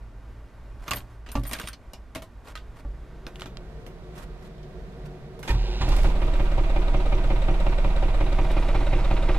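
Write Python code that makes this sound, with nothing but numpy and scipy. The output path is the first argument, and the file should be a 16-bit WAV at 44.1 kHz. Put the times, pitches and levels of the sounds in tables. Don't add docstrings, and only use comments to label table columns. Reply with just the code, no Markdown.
import sys
import numpy as np
from scipy import signal
from scipy.fft import rfft, irfft, next_fast_len
from scipy.io import wavfile
from scipy.ndimage import map_coordinates

SR = 44100
rng = np.random.default_rng(int(sys.argv[2]) if len(sys.argv) > 2 else 0)


def wrap_up_sound(samples):
    columns = np.atleast_2d(samples).T
    tamed = np.clip(columns, -1, 1)
    steps = np.round(tamed * 32767).astype(np.int16)
    wavfile.write(sys.argv[1], SR, steps)


N = 413658
T = np.arange(N) / SR

# f/Hz, level/dB
YARD_SPECTRUM = [(20, -8), (55, 5.5), (80, -15), (115, -10.5), (150, -20.5), (190, -19.5), (270, -20.5),
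                 (450, -25), (700, -26.5), (1050, -29), (1300, -31), (2000, -36), (3000, -44),
                 (14000, -60.5)]
YARD_DB = -41.5
HUM_END_S, HUM_HZ, HUM_DB = 1.3, 113, -52

# f/Hz, level/dB
AIR_SPECTRUM = [(41, -48), (70, -7), (76, -18), (145, 4), (323, -17.5), (369, 1), (412, -16.5), (451, -4),
                (538, -17), (734, -12), (790, -25), (1900, -29.5), (2900, -36), (3700, -35), (14000, -66)]
# f at full speed/Hz, level/dB, pitch waver/share
BLOWER_TONES = [(145, -61, .015), (380, -58, .012), (468, -69, 0.001), (750, -67, .008)]
IGNITION_S, RUN_UP_S, BLOWER_DB, BLOWER_POWER = 2.2, .54, -42.5, 3.5
FAN_DB = -41
DUCT_HZ, DUCT_WIDTH_HZ, DUCT_DB = 440, 15, 15

# t/s, length/s, level/dB
RUBS = [(0.764, 0.32, -44), (1.053, 0.13, -57), (1.272, 0.19, -48.5), (1.41, 0.18, -48.5),
        (1.513, .16, -49), (2.428, 0.12, -45.5), (2.732, 0.11, -51), (3.268, 0.22, -55.5),
        (4.114, 0.17, -45.5), (4.385, 0.12, -53.5), (5.04, 0.045, -51), (5.415, 0.16, -39)]
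# f/Hz, level/dB
RUB_SPECTRUM = [(300, 9), (1000, 11.5), (3000, -0.5), (6000, -8.5), (9000, -9.5), (14000, -15.5)]
# t/s, clack level/dB, body level/dB, metal level/dB, clack t60/s, clack f/Hz
KEY_HITS = [(0.88, -28.5, -39, -43, 0.061, 1180), (0.9093, -19, -40, -23.5, 0.009, 7100),
            (0.9136, -17.5, -34, -47, 0.059, 980), (0.934, -26, -37, -25.5, 0.044, 1950),
            (0.9478, -52, -46, -43, .03, 3000), (.959, -52, -43, -34, 0.044, 2000),
            (.969, -36.5, -41, -41, 0.075, 1020), (0.9847, -57, -50, -38, 0.03, 6000),
            (1.0055, -48, -54, -60, 0.023, 3500), (1.263, -45.5, -46, -66, 0.15, 1480),
            (1.289, -42.5, -41, -48, 0.1, 2570), (1.3174, -52, -63, -32.5, .057, 3900),
            (1.3534, -29.5, -27, -49, 0.084, 930), (1.3955, -57, -55, -49, .03, 4000),
            (1.4346, -44, -42, -40, 0.1, 4420), (1.452, -39.5, -41, -43, 0.083, 1880),
            (1.5123, -35.5, -33.5, -30, 0.1, 1160), (1.523, -37, -43, -32, 0.045, 1500),
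            (1.532, -33, -42, -26, 0.1, 1720), (1.5338, -27.5, -43, -26, 0.046, 4570),
            (1.55, -38, -45, -45, 0.094, 2000), (1.565, -46, -53, -45, .06, 2200),
            (1.587, -34, -44, -44, .05, 2200), (1.598, -32, -38, -30, 0.061, 1550),
            (1.632, -43, -44, -48, .05, 2400), (1.6387, -40, -37, -53, 0.067, 2130),
            (1.6848, -39, -50, -28, 0.13, 1380), (1.731, -39.5, -49, -44, 0.084, 4760),
            (1.934, -43.5, -41, -38, 0.11, 5450), (4.45, -60, -70, -65, .1, 3700),
            (4.58, -58, -70, -68, .1, 3700), (4.63, -57, -70, -66, 0.11, 4500),
            (5.889, -41, -55, -40, 0.06, 5040), (5.966, -52, -53, -37, .05, 5000),
            (6.0324, -45, -55, -43, .05, 5000), (6.3576, -60, -60, -59, .05, 5000),
            (8.5146, -58, -60, -42, .02, 5000)]
# f/Hz, level/dB, t60/s
METAL_MODES = [(4650, -13, .088), (6860, -17, .16), (8360, -13, .16), (8970, -6, .12), (9200, -4, .083),
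               (10400, -13, .12), (10850, -11, .067), (12250, -12, .1), (12660, -12, .11), (13214, -5, .1)]
# t/s, length/s, metal level/dB, tag level/dB
SWINGS = [(0.935, .05, -58, -51), (1.46, .05, -53, -56), (1.535, 0.08, -57, -47), (1.615, .06, -60, -51)]
JINGLE_PER_S, JINGLE_SCATTER_DB = 170, 8
# t/s, f/Hz, level/dB, t60/s
CHIMES = [(.877, 12350, -45, .2), (.947, 13214, -39, .08), (.959, 13214, -26, .075), (.96, 9650, -43, .08),
          (1.32, 13000, -38, .07), (1.464, 8970, -43, .16), (1.467, 13214, -37, .13),
          (1.477, 12700, -38, .09), (1.598, 9150, -46, .09), (6.215, 8970, -59, .3), (6.23, 13214, -60, .2),
          (6.359, 13214, -59, .2), (6.418, 12350, -57, .15)]
# f/Hz, level/dB
CLACK_SPECTRUM = [(500, -45), (1000, 7.5), (1700, 3.5), (3000, 6), (5000, -1.5), (8000, -9), (14000, -46)]
# f/Hz, level/dB
BODY_SPECTRUM = [(100, 4), (190, 3.5), (275, 4.5), (400, -6), (650, 0), (1000, -9.5), (1600, -32)]
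# f/Hz, level/dB
SNAP_SPECTRUM = [(4000, 2.6), (7000, 3.2), (10000, 5.2), (14000, 1)]
# t/s, peak level/dB, body level/dB, treble level/dB, echo level/dB re peak, f/Hz, lock ring level/dB
CLICKS = [(2.1499, -39.5, -38, -41, 2, 1410, -55), (2.158, -30.5, -31.5, -46, -11.5, 2350, -31),
          (2.2214, -48.5, -41.5, -48, 4, 1010, -40), (2.5543, -36, -47, -52, -3.5, 1570, -48),
          (2.5753, -39.5, -61, -61, -10, 3300, -58), (3.267, -32.5, -35, -62, -11, 1450, -60),
          (3.3578, -37.5, -62, -60, -26, 2850, -70), (3.3967, -40, -56, -53, -12, 2740, -65),
          (3.409, -40, -45, -63, -13, 7400, -65), (3.4196, -32.5, -38.5, -64, -10, 1460, -58),
          (3.458, -37.5, -37, -66, -7.5, 1370, -45), (3.571, -39, -67, -75, -27, 4930, -75),
          (3.865, -43.5, -40.5, -57, -9, 1880, -65), (5.3927, -48, -43, -54, -19, 1060, -60),
          (5.4295, -43, -38, -49.5, 2.5, 1590, -56), (5.477, -40, -60, -58, 6.5, 1900, -55),
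          (8.33, -40, -52, -65, -22, 5500, -70)]
# f/Hz, level/dB, t60/s
LOCK_MODES = [(651, -2, 0.17), (1220, -11, 0.076), (1880, -19, 0.083), (2230, -17, .08), (2530, -22, .06)]
# t/s, level/dB, lower f/Hz, upper f/Hz, t60/s
SPRINGS = [(2.5546, -41, 1950, 4080, .05), (3.42, -23, 1380, 3050, .007), (3.571, -35, 2750, 3150, .009)]

# t/s, boom level/dB, panel level/dB, clank level/dB, clank t60/s, column level/dB
THUMPS = [(0.912, -62, -35, -55, .05, -42), (1.355, -33.5, -27.5, -51, 0.16, -20),
          (1.373, -36.5, -29, -54, .11, -25), (2.85, -35, -43, -64, .1, -37),
          (5.477, -57, -63, -33, 0.31, -56), (5.501, -23, -26, -21, 0.086, -42),
          (5.535, -33, -23.5, -33.5, 0.2, -50), (5.808, -33, -22.5, -23.5, 0.19, -36),
          (5.916, -44, -44, -23.5, 0.079, -46), (5.962, -33, -46, -25, 0.078, -48),
          (6.052, -49, -27, -29, 0.15, -46)]
# f/Hz, level/dB, t60/s
BOOM_MODES = [(30.2, -1.5, 1), (46.6, 12, 0.44)]
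# f/Hz, level/dB, t60/s
PANEL_MODES = [(81.5, 1.5, 0.27), (88, -15, 0.27), (116.3, 2, 0.33), (154, -24, 0.14), (181, -8, 0.32),
               (253, -12, 0.35), (294, -16.5, 0.45), (344, -20, 0.39)]
# f/Hz, level/dB, t60/s
COLUMN_MODES = [(280.3, -6, 0.21), (574, -11, 0.16), (835, -3.5, 0.035), (1150, -15, 0.11),
                (1387, -22, 0.12), (1750, -28, .12)]
# f/Hz, level/dB
CLANK_SPECTRUM = [(200, -1), (310, -27), (355, 24.5), (410, -8), (600, -1), (900, 11.5), (1200, -0.5),
                  (1900, -3), (2900, -3), (3800, -4), (8000, -21), (14000, -42)]

# t/s, level/dB
PLUNGER_KNOCKS = [(5.4766, -42), (5.493, -29.5), (5.504, -32.5)]
# f/Hz, level/dB, t60/s
HOUSING_MODES = [(358, 3, .13), (560, -9, .08), (950, 0, .1), (1290, -8, .07), (1850, -3, .09),
                 (2020, -7, .08), (2460, -7, .08), (2950, -8, .07), (5000, -19, .06)]
# f/Hz, level/dB
WHIRR_SPECTRUM = [(200, 11.5), (320, -13), (355, 18), (395, 7), (460, -1), (520, 12.5), (580, -5), (735, 7),
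                  (950, 2.5), (1100, -8), (1400, -5), (1850, -5.5), (2200, -5), (2750, -0.5), (3300, -6.5),
                  (3900, -2), (5000, -9.5), (12000, -35.5)]
ENGAGE_S, RELEASE_S, COAST_S = 5.51, 5.92, .13
ROCK_HZ, ROCK_RISE_HZ_PER_S, ROCK_DB, ROCK_HOLD_S, ROCK_FADE_S = 38.3, 34.3, -21, 0.091, 0.23
WHIRR_DB, WHIRR_RISE_DB_PER_S = -37.5, 8
TEETH_PER_ROCK, TOOTH_DEPTH, GRIND_DB = 2.5, .3, 1

# t/s, four-stroke cycle rate f/Hz
ENGINE_SPEED = [(5.5, 5.0), (5.8, 6.2), (6.0, 6.0), (6.2, 5.55), (6.5, 5.534), (9.4, 5.538)]
IDLE_HZ = ENGINE_SPEED[-1][1]
HARD_FIRING_S = 7.490
CATCH_S, CATCH_RISE_S = 5.8, 0.12
# t/s, half width/s, fuel level/dB re idle
GOVERNOR = [(5.98, 0.21, 4.5), (6.2, 0.07, -5.5)]
SHAKE_PER_FUEL, KNOCK_PER_FUEL, HISS_PER_FUEL = 0.53, 0.17, 1.9
SHAKE_DB, DRONE_DB, RUMBLE_DB, KNOCK_DB, CLATTER_DB, HISS_DB = -19, -35, -46, -37.5, -41, -60.5
BUZZ_DB, PING_DB, SETTLE_S, UNSETTLED_DB = -1.5, 0, .8, -7
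# multiple of the cycle rate, level/dB
ORDERS = [(3, -15), (4, -32), (5, -31), (6, -13), (8, -34), (9, -23), (11, -41), (13, -41), (18, -41),
          (20, -53.5), (21, -39.5), (26, -46), (27, -51), (33, -46), (64, -50.5)]
MOUNT_HZ, MOUNT_Q = 24.8, 30
# place in the cycle/0-1, knock level/dB, clatter level/dB
CYLINDERS = [(0, -6.5, -3.5), (0.323, -11, -8.5), (0.652, -13, -7)]
# f/Hz, width/Hz, level/dB
KNOCK_MODES = [(303, 46, 0), (354.6, 26, -1.5), (566, 120, -4), (655, 45, -2), (790, 150, 2), (950, 90, -2)]
# place in the cycle/0-1, f/Hz, level/dB, decay/cycles
BUZZES = [(0, 350, -27, .06), (.15, 355, -28, .13), (.33, 355, -33, .12), (.005, 572, -29, .055),
          (.66, 560, -31, .05), (.995, 765, -26, .06), (.59, 740, -33, .06), (.88, 655, -35, .05),
          (.06, 180, -30, .07), (.7, 165, -36, .08), (.66, 300, -37, .12), (.14, 530, -31.5, .09),
          (.47, 650, -35, .07), (.31, 700, -35, .06), (.01, 950, -36, .05), (.7, 945, -38, .05),
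          (.665, 1280, -40, .045)]
BUZZ_RISE, BUZZ_SCATTER_DB, BUZZ_WAVER_RAD, BUZZ_WAVER_PER_HZ = .04, 1.3, .55, .25
# f/Hz, level/dB
CLATTER_SPECTRUM = [(600, 5), (1000, -8), (1220, 7.5), (1600, 0.5), (2000, -3), (2700, -3), (3800, -5.5),
                    (4800, -16), (7000, -31), (14000, -64)]
# f/Hz, width/Hz, level/dB
COVER_MODES = [(1165, 35, -3), (1930, 40, 0), (2085, 60, 2), (2230, 50, 1), (2390, 80, 2), (2680, 60, 0)]
# place in the cycle/0-1, level/dB
TICKS = [(.12, -13), (.22, -11), (.3, -13), (.625, -7), (.8, -15), (.96, -11)]
# f/Hz, level/dB
HISS_SPECTRUM = [(2650, -14), (4500, 0), (5500, -3), (8000, -5), (10000, -9), (14000, -17)]
# place in the cycle/0-1, f/Hz, width/Hz, level/dB, decay/cycles
PINGS = [(.965, 2150, 240, -46, .08), (.99, 2500, 480, -44.5, .08), (.31, 2100, 160, -52, .06),
         (.29, 3850, 350, -54, .05), (.62, 3760, 260, -48, .045), (.63, 7750, 130, -62.5, .08),
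         (.13, 5825, 110, -62, .08)]
PING_RISE = .018

# f/Hz, side re mid level/dB
SIDE_SPECTRUM = [(30, -18.5), (150, -27.5), (300, -20), (550, -18.5), (1000, -12.5), (3000, -9.5),
                 (13000, -3.5)]
# f/Hz, level/dB
KEYS_TILT = [(30, -1.2), (150, -.5), (500, .4), (1000, -2), (4000, -1.5), (13000, .5)]
# f/Hz, level/dB
DASH_TILT = [(30, -2), (150, -.5), (650, .5), (1200, -3.3), (4000, -4.2), (13000, -4.5)]
TURN_S, TURN_TAKES_S = 3.17, 0.54
DRAW_BACK_S, DRAW_BACK_SCALE_S = 8.4, 0.27
OPEN_KNOCK_DB, OPEN_CLATTER_DB, OPEN_HISS_DB, OPEN_BUZZ_DB = 3, 3, 4.5, -1
LAG_BEHIND_WHEEL_S, LAG_CLEAR_S = .000095, -.00004
WHEEL_SCATTER_DB = 6
TOP_HZ = 14150


def undb(db):
    return 10 ** (np.asarray(db) / 20)


def unit(x):
    return x / np.sqrt(np.mean(x ** 2) + 1e-20)


def ramp(s, takes_s):
    return np.clip((T - s) / takes_s, 0, 1)


def curves(table):
    s, *columns = np.transpose(table)
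    return [np.interp(T, s, c) for c in columns]


def gains(points, size):
    hz, db = np.transpose(points)
    bins_hz = np.fft.rfftfreq(size, 1 / SR) + 1
    return undb(np.interp(np.log(bins_hz), np.log(hz), db))


def colour(x, points):
    size = next_fast_len(len(x))
    return irfft(rfft(x, size) * gains(points, size), size)[:len(x)]


def noise(points, size=N):
    return unit(colour(rng.standard_normal(size), points))


def resonate(x, hz, width_hz):
    return signal.lfilter(*signal.iirpeak(hz, hz / width_hz, SR), x)


def walk(rate):
    knots = rng.standard_normal(int(N / SR * rate) + 2)
    return np.interp(T * rate, np.arange(len(knots)), knots)


def fade(t60):
    return np.exp(-np.log(1000) * T[:SR // 2] / max(t60, .004))


def burst(points, t60):
    return noise(points, size=SR // 2) * fade(t60)


def ring(modes, scatter_db, detune):
    chance = rng.standard_normal((len(modes), 2))
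    out = 0
    for (hz, db, t60), (weight, tune) in zip(modes, chance):
        sine = np.sin(2 * np.pi * hz * (1 + detune * tune) * T[:SR // 2])
        out = out + undb(db + scatter_db * weight) * fade(t60) * sine
    return out


def clack(hz, t60):
    patches = list(zip(np.geomspace(400, 14000, num=60), 4 * rng.standard_normal(60)))
    wide = colour(noise(CLACK_SPECTRUM, size=SR // 2), patches)
    return unit(wide + undb(7.0) * resonate(wide, hz, hz / 3)) * fade(t60)


def tone(hz, db, waver):
    level = undb(db + 2 * walk(5.4)) * np.sqrt(2)
    return level * np.sin(2 * np.pi * np.cumsum(hz * (1 + waver * walk(8))) / SR)


def add(track, s, sound):
    i = int(s * SR)
    track[i:i + len(sound)] += sound[:N - i]


def yard():
    sway_db = 1.2 * walk(7)
    return undb(YARD_DB + sway_db) * noise(YARD_SPECTRUM)


def outside_hum():
    return (1 - ramp(HUM_END_S - .2, 0.16)) * tone(HUM_HZ, HUM_DB, waver=0.011)


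def blower_speed():
    return 1 - np.exp(-np.maximum(T - IGNITION_S, 0) / RUN_UP_S)


def air():
    blower = undb(BLOWER_DB) * blower_speed() ** BLOWER_POWER
    level = np.hypot(blower, undb(FAN_DB) * caught())
    return level * undb(walk(6.3)) * noise(AIR_SPECTRUM)


def blower_whine():
    speed = blower_speed()
    supply_db = -6 * ramp(ENGAGE_S, 0.11)
    whine = 0
    for hz, db, waver in BLOWER_TONES:
        duct_db = DUCT_DB / (1 + ((hz * speed - DUCT_HZ) / DUCT_WIDTH_HZ) ** 2)
        whine = whine + tone(hz * speed, db + supply_db + duct_db, waver)
    return speed ** BLOWER_POWER * whine


def rubs():
    pressure = np.zeros(N)
    for s, length, db in RUBS:
        add(pressure, s, undb(db) * np.hanning(int(length * SR)))
    grains = undb(3.5 * walk(120) + 3.5 * walk(900))
    return pressure * unit(noise(RUB_SPECTRUM) * grains)


def keys():
    out = np.zeros(N)
    for s, db, body_db, metal_db, t60, hz in KEY_HITS:
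        tag = undb(db) * clack(hz, t60) + undb(body_db) * burst(BODY_SPECTRUM, 0.14)
        chime = undb(-18.5) * ring(METAL_MODES, scatter_db=4, detune=.006)
        snap = undb(-2) * burst(SNAP_SPECTRUM, 0.022)
        add(out, s, tag + undb(metal_db) * (chime + snap))
    return out


def jingle():
    out = np.zeros(N)
    for start, length, metal_db, tag_db in SWINGS:
        count = max(int(length * JINGLE_PER_S), 1)
        for k in range(count):
            metal = ring(METAL_MODES, scatter_db=5, detune=.018) * fade(.15)
            touch = undb(tag_db) * burst(CLACK_SPECTRUM, 0.04) + undb(metal_db) * metal
            s = start + length * (k + rng.random()) / count
            add(out, s, undb(JINGLE_SCATTER_DB * rng.standard_normal()) * touch)
    return out


def chimes():
    out = np.zeros(N)
    for s, hz, db, t60 in CHIMES:
        soft_start = 1 - fade(.01)
        add(out, s, soft_start * ring([(hz, db, t60)], scatter_db=.5, detune=.001))
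    return out


def clicks():
    out = np.zeros(N)
    for s, db, body_db, treble_db, echo_db, hz, lock_db in CLICKS:
        crack = undb(4) * clack(hz, .009)
        echo = undb(echo_db) * clack(hz, 0.15)
        housing = undb(lock_db) * ring(LOCK_MODES, scatter_db=1, detune=.003)
        body = undb(body_db) * burst(BODY_SPECTRUM, 0.15)
        treble = undb(treble_db) * burst(SNAP_SPECTRUM, 0.1)
        add(out, s, undb(db) * (crack + echo) + housing + body + treble)
    return out


def springs():
    out = np.zeros(N)
    for s, db, low_hz, high_hz, t60 in SPRINGS:
        add(out, s, ring([(low_hz, db, t60), (high_hz, db, t60)], scatter_db=.5, detune=.005))
    return out


def thumps():
    out = np.zeros(N)
    swell = 1 - np.exp(-T[:SR // 2] / .004)
    for s, boom_db, panel_db, clank_db, t60, column_db in THUMPS:
        boom = undb(boom_db) * ring(BOOM_MODES, scatter_db=.5, detune=.01)
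        panels = undb(panel_db) * ring(PANEL_MODES, scatter_db=1, detune=.01)
        column = undb(column_db) * ring(COLUMN_MODES, scatter_db=1, detune=.005)
        clank = undb(clank_db) * burst(CLANK_SPECTRUM, t60)
        add(out, s, column + swell * (boom + panels + clank))
    return out


def solenoid():
    out = np.zeros(N)
    for s, db in PLUNGER_KNOCKS:
        add(out, s, undb(db) * ring(HOUSING_MODES, scatter_db=1, detune=.01))
    return out


def starter():
    age = np.maximum(T - ENGAGE_S, 0)
    turn = 2 * np.pi * np.cumsum((ROCK_HZ + ROCK_RISE_HZ_PER_S * age) * (age > 0)) / SR
    rock = undb(ROCK_DB) * np.exp(-np.maximum(age - ROCK_HOLD_S, 0) / ROCK_FADE_S) * (1 - caught())
    drive = undb(WHIRR_DB + WHIRR_RISE_DB_PER_S * np.minimum(age, RELEASE_S - ENGAGE_S))
    drive *= np.exp(-np.maximum(T - RELEASE_S, 0) / COAST_S)
    grind = (1 + TOOTH_DEPTH * np.sin(TEETH_PER_ROCK * turn)) * undb(GRIND_DB * walk(60))
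    whirr = noise(WHIRR_SPECTRUM) * unit(grind)
    return ramp(ENGAGE_S, 0.092) * (rock * np.sqrt(2) * np.sin(turn) + drive * whirr)


def crank():
    cycle = np.cumsum(curves(ENGINE_SPEED)[0]) / SR
    return cycle + .002 * walk(12) - cycle[int(HARD_FIRING_S * SR)]


def caught():
    return ramp(CATCH_S, CATCH_RISE_S)


def fuel_db():
    return sum(db * np.exp(-((T - s) / width) ** 2) for s, width, db in GOVERNOR)


def strokes(cycle, places, rise, decay, scatter_db):
    out = np.zeros(N)
    for place, db in places:
        turns = cycle - place + .5
        count = np.floor(turns).astype(int)
        age = turns - count - .5
        size = undb(db + scatter_db * rng.standard_normal(128))[count % 128]
        out += size * np.exp(np.where(age < 0, -(age / rise) ** 2, -age / decay))
    return out


def rattle(cycle, repeat):
    size = int(SR / IDLE_HZ)
    pattern = rng.standard_normal(size)[(cycle % 1 * size).astype(int) % size]
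    repeat = np.clip(repeat, 0, 1)
    return np.sqrt(repeat) * pattern + np.sqrt(1 - repeat) * rng.standard_normal(N)


def engine_body(cycle):
    shake, drone = np.zeros(N), np.zeros(N)
    for order, db in ORDERS:
        if order < 10:
            ratio = order * IDLE_HZ / MOUNT_HZ
            lag_rad = np.arctan(MOUNT_Q * (ratio - 1 / ratio))
            shake += undb(db) * np.cos(2 * np.pi * order * (cycle + .015) - lag_rad)
        else:
            drone += undb(db + 2.2 * walk(5)) * np.cos(2 * np.pi * (order * cycle + rng.random()))
    firings = np.array(CYLINDERS)[:, [0, 2]]
    drone *= .5 + strokes(cycle, firings, rise=.04, decay=.14, scatter_db=2)
    rumble = noise([(20, 14.0), (45, -6), (80, 14), (130, 17.0), (200, 11.0), (300, 4.0), (600, -39.0)])
    shake = undb(SHAKE_DB + SHAKE_PER_FUEL * fuel_db()) * unit(shake)
    return caught() * (shake + undb(DRONE_DB) * unit(drone) + undb(RUMBLE_DB) * rumble)


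def engine_knock(cycle):
    firings = np.array(CYLINDERS)[:, [0, 1]]
    blows = .18 + strokes(cycle + .02, firings, rise=.028, decay=.075, scatter_db=1)
    impacts = rattle(cycle, repeat=.5) * blows
    knock = sum(undb(db) * resonate(impacts, hz, width) for hz, width, db in KNOCK_MODES)
    return unit(colour(knock, [(60, -4), (200, -23.0), (300, 3.5), (1000, -7.0), (1600, -24.0), (4000, -22.5)]))


def buzzes(cycle):
    out = np.zeros(N)
    for place, hz, db, decay in BUZZES:
        age_s = ((cycle - place + .5) % 1 - .5) / IDLE_HZ
        swell = strokes(cycle, [(place, db)], rise=BUZZ_RISE, decay=decay, scatter_db=BUZZ_SCATTER_DB)
        out += swell * np.cos(2 * np.pi * hz * age_s + BUZZ_WAVER_RAD * walk(BUZZ_WAVER_PER_HZ * hz))
    return out


def pings(cycle):
    out = np.zeros(N)
    for place, hz, width, db, decay in PINGS:
        steel = resonate(resonate(rattle(cycle, repeat=.3), hz, width), hz, 2 * width)
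        out += unit(steel) * strokes(cycle, [(place, db)], rise=PING_RISE, decay=decay, scatter_db=1.5)
    return out


def cover_clatter(cycle):
    firings = np.array(CYLINDERS)[:, [0, 2]]
    shakes = .33 + strokes(cycle + .012, firings, rise=.036, decay=.1, scatter_db=.7)
    impacts = rattle(cycle, repeat=0.38) * shakes * undb(2.5 * walk(500))
    clatter = colour(impacts, CLATTER_SPECTRUM)
    covers = sum(undb(db) * resonate(clatter, hz, width) for hz, width, db in COVER_MODES)
    return unit(clatter + covers)


def valve_hiss(cycle):
    ticks = .5 + strokes(cycle, TICKS, rise=.006, decay=.025, scatter_db=2)
    return unit(noise(HISS_SPECTRUM) * ticks)


def diesel(cycle):
    fuel, clear = fuel_db(), drawn_back()
    settle_db = UNSETTLED_DB * (1 - ramp(CATCH_S + GOVERNOR[0][1], SETTLE_S))
    knock_db = KNOCK_DB + KNOCK_PER_FUEL * fuel + OPEN_KNOCK_DB * clear
    clatter_db = CLATTER_DB + KNOCK_PER_FUEL * fuel + OPEN_CLATTER_DB * clear
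    hiss_db = HISS_DB + HISS_PER_FUEL * np.maximum(fuel, 0) + OPEN_HISS_DB * clear
    knock = undb(knock_db) * engine_knock(cycle)
    buzz = undb(BUZZ_DB + OPEN_BUZZ_DB * clear + settle_db) * buzzes(cycle)
    steel = undb(PING_DB + OPEN_CLATTER_DB * clear + settle_db) * pings(cycle)
    clatter = undb(clatter_db) * cover_clatter(cycle)
    return caught() * (knock + buzz + steel + clatter + undb(hiss_db) * valve_hiss(cycle))


def cab(x):
    echoes = colour(rng.standard_normal(SR // 2), [(200, -25), (900, 0), (14000, 0)])
    echoes *= fade(.06) * (T[:SR // 2] > .002)
    echoes *= .27 / np.sqrt(np.sum(echoes ** 2))
    return 0.9 * (x + signal.fftconvolve(x, echoes)[:N])


def drawn_back():
    return .5 + .5 * np.tanh((T - DRAW_BACK_S) / DRAW_BACK_SCALE_S)


def microphones(direct, diffuse):
    turned, clear = ramp(TURN_S, TURN_TAKES_S), drawn_back()
    behind_wheel = turned * (1 - clear)
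    side = colour(diffuse, SIDE_SPECTRUM) * undb(WHEEL_SCATTER_DB * behind_wheel)
    lag_s = LAG_BEHIND_WHEEL_S * behind_wheel + LAG_CLEAR_S * clear
    left = map_coordinates(direct + side, [(T - lag_s) * SR], order=3)

    def port(x, share):
        near = colour(x, [(hz, share * db) for hz, db in KEYS_TILT])
        dash = colour(x, [(hz, share * db) for hz, db in DASH_TILT])
        return (1 - turned) * near + turned * dash
    return np.array([port(left, .5), port(direct - side, -.5)])


def airborne(cycle):
    return yard() + air() + rubs() + keys() + jingle() + clicks() + diesel(cycle)


def scene():
    cycle = crank()
    direct, diffuse = airborne(cycle), airborne(cycle)
    echoed = cab(direct + chimes() + springs() + thumps() + solenoid() + starter())
    return microphones(echoed + outside_hum() + blower_whine() + engine_body(cycle), diffuse)


def record(dry):
    return signal.sosfilt(signal.ellip(8, .2, 70, TOP_HZ, fs=SR, output="sos"), dry)


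dry = scene()
out = record(dry)
wrap_up_sound(out)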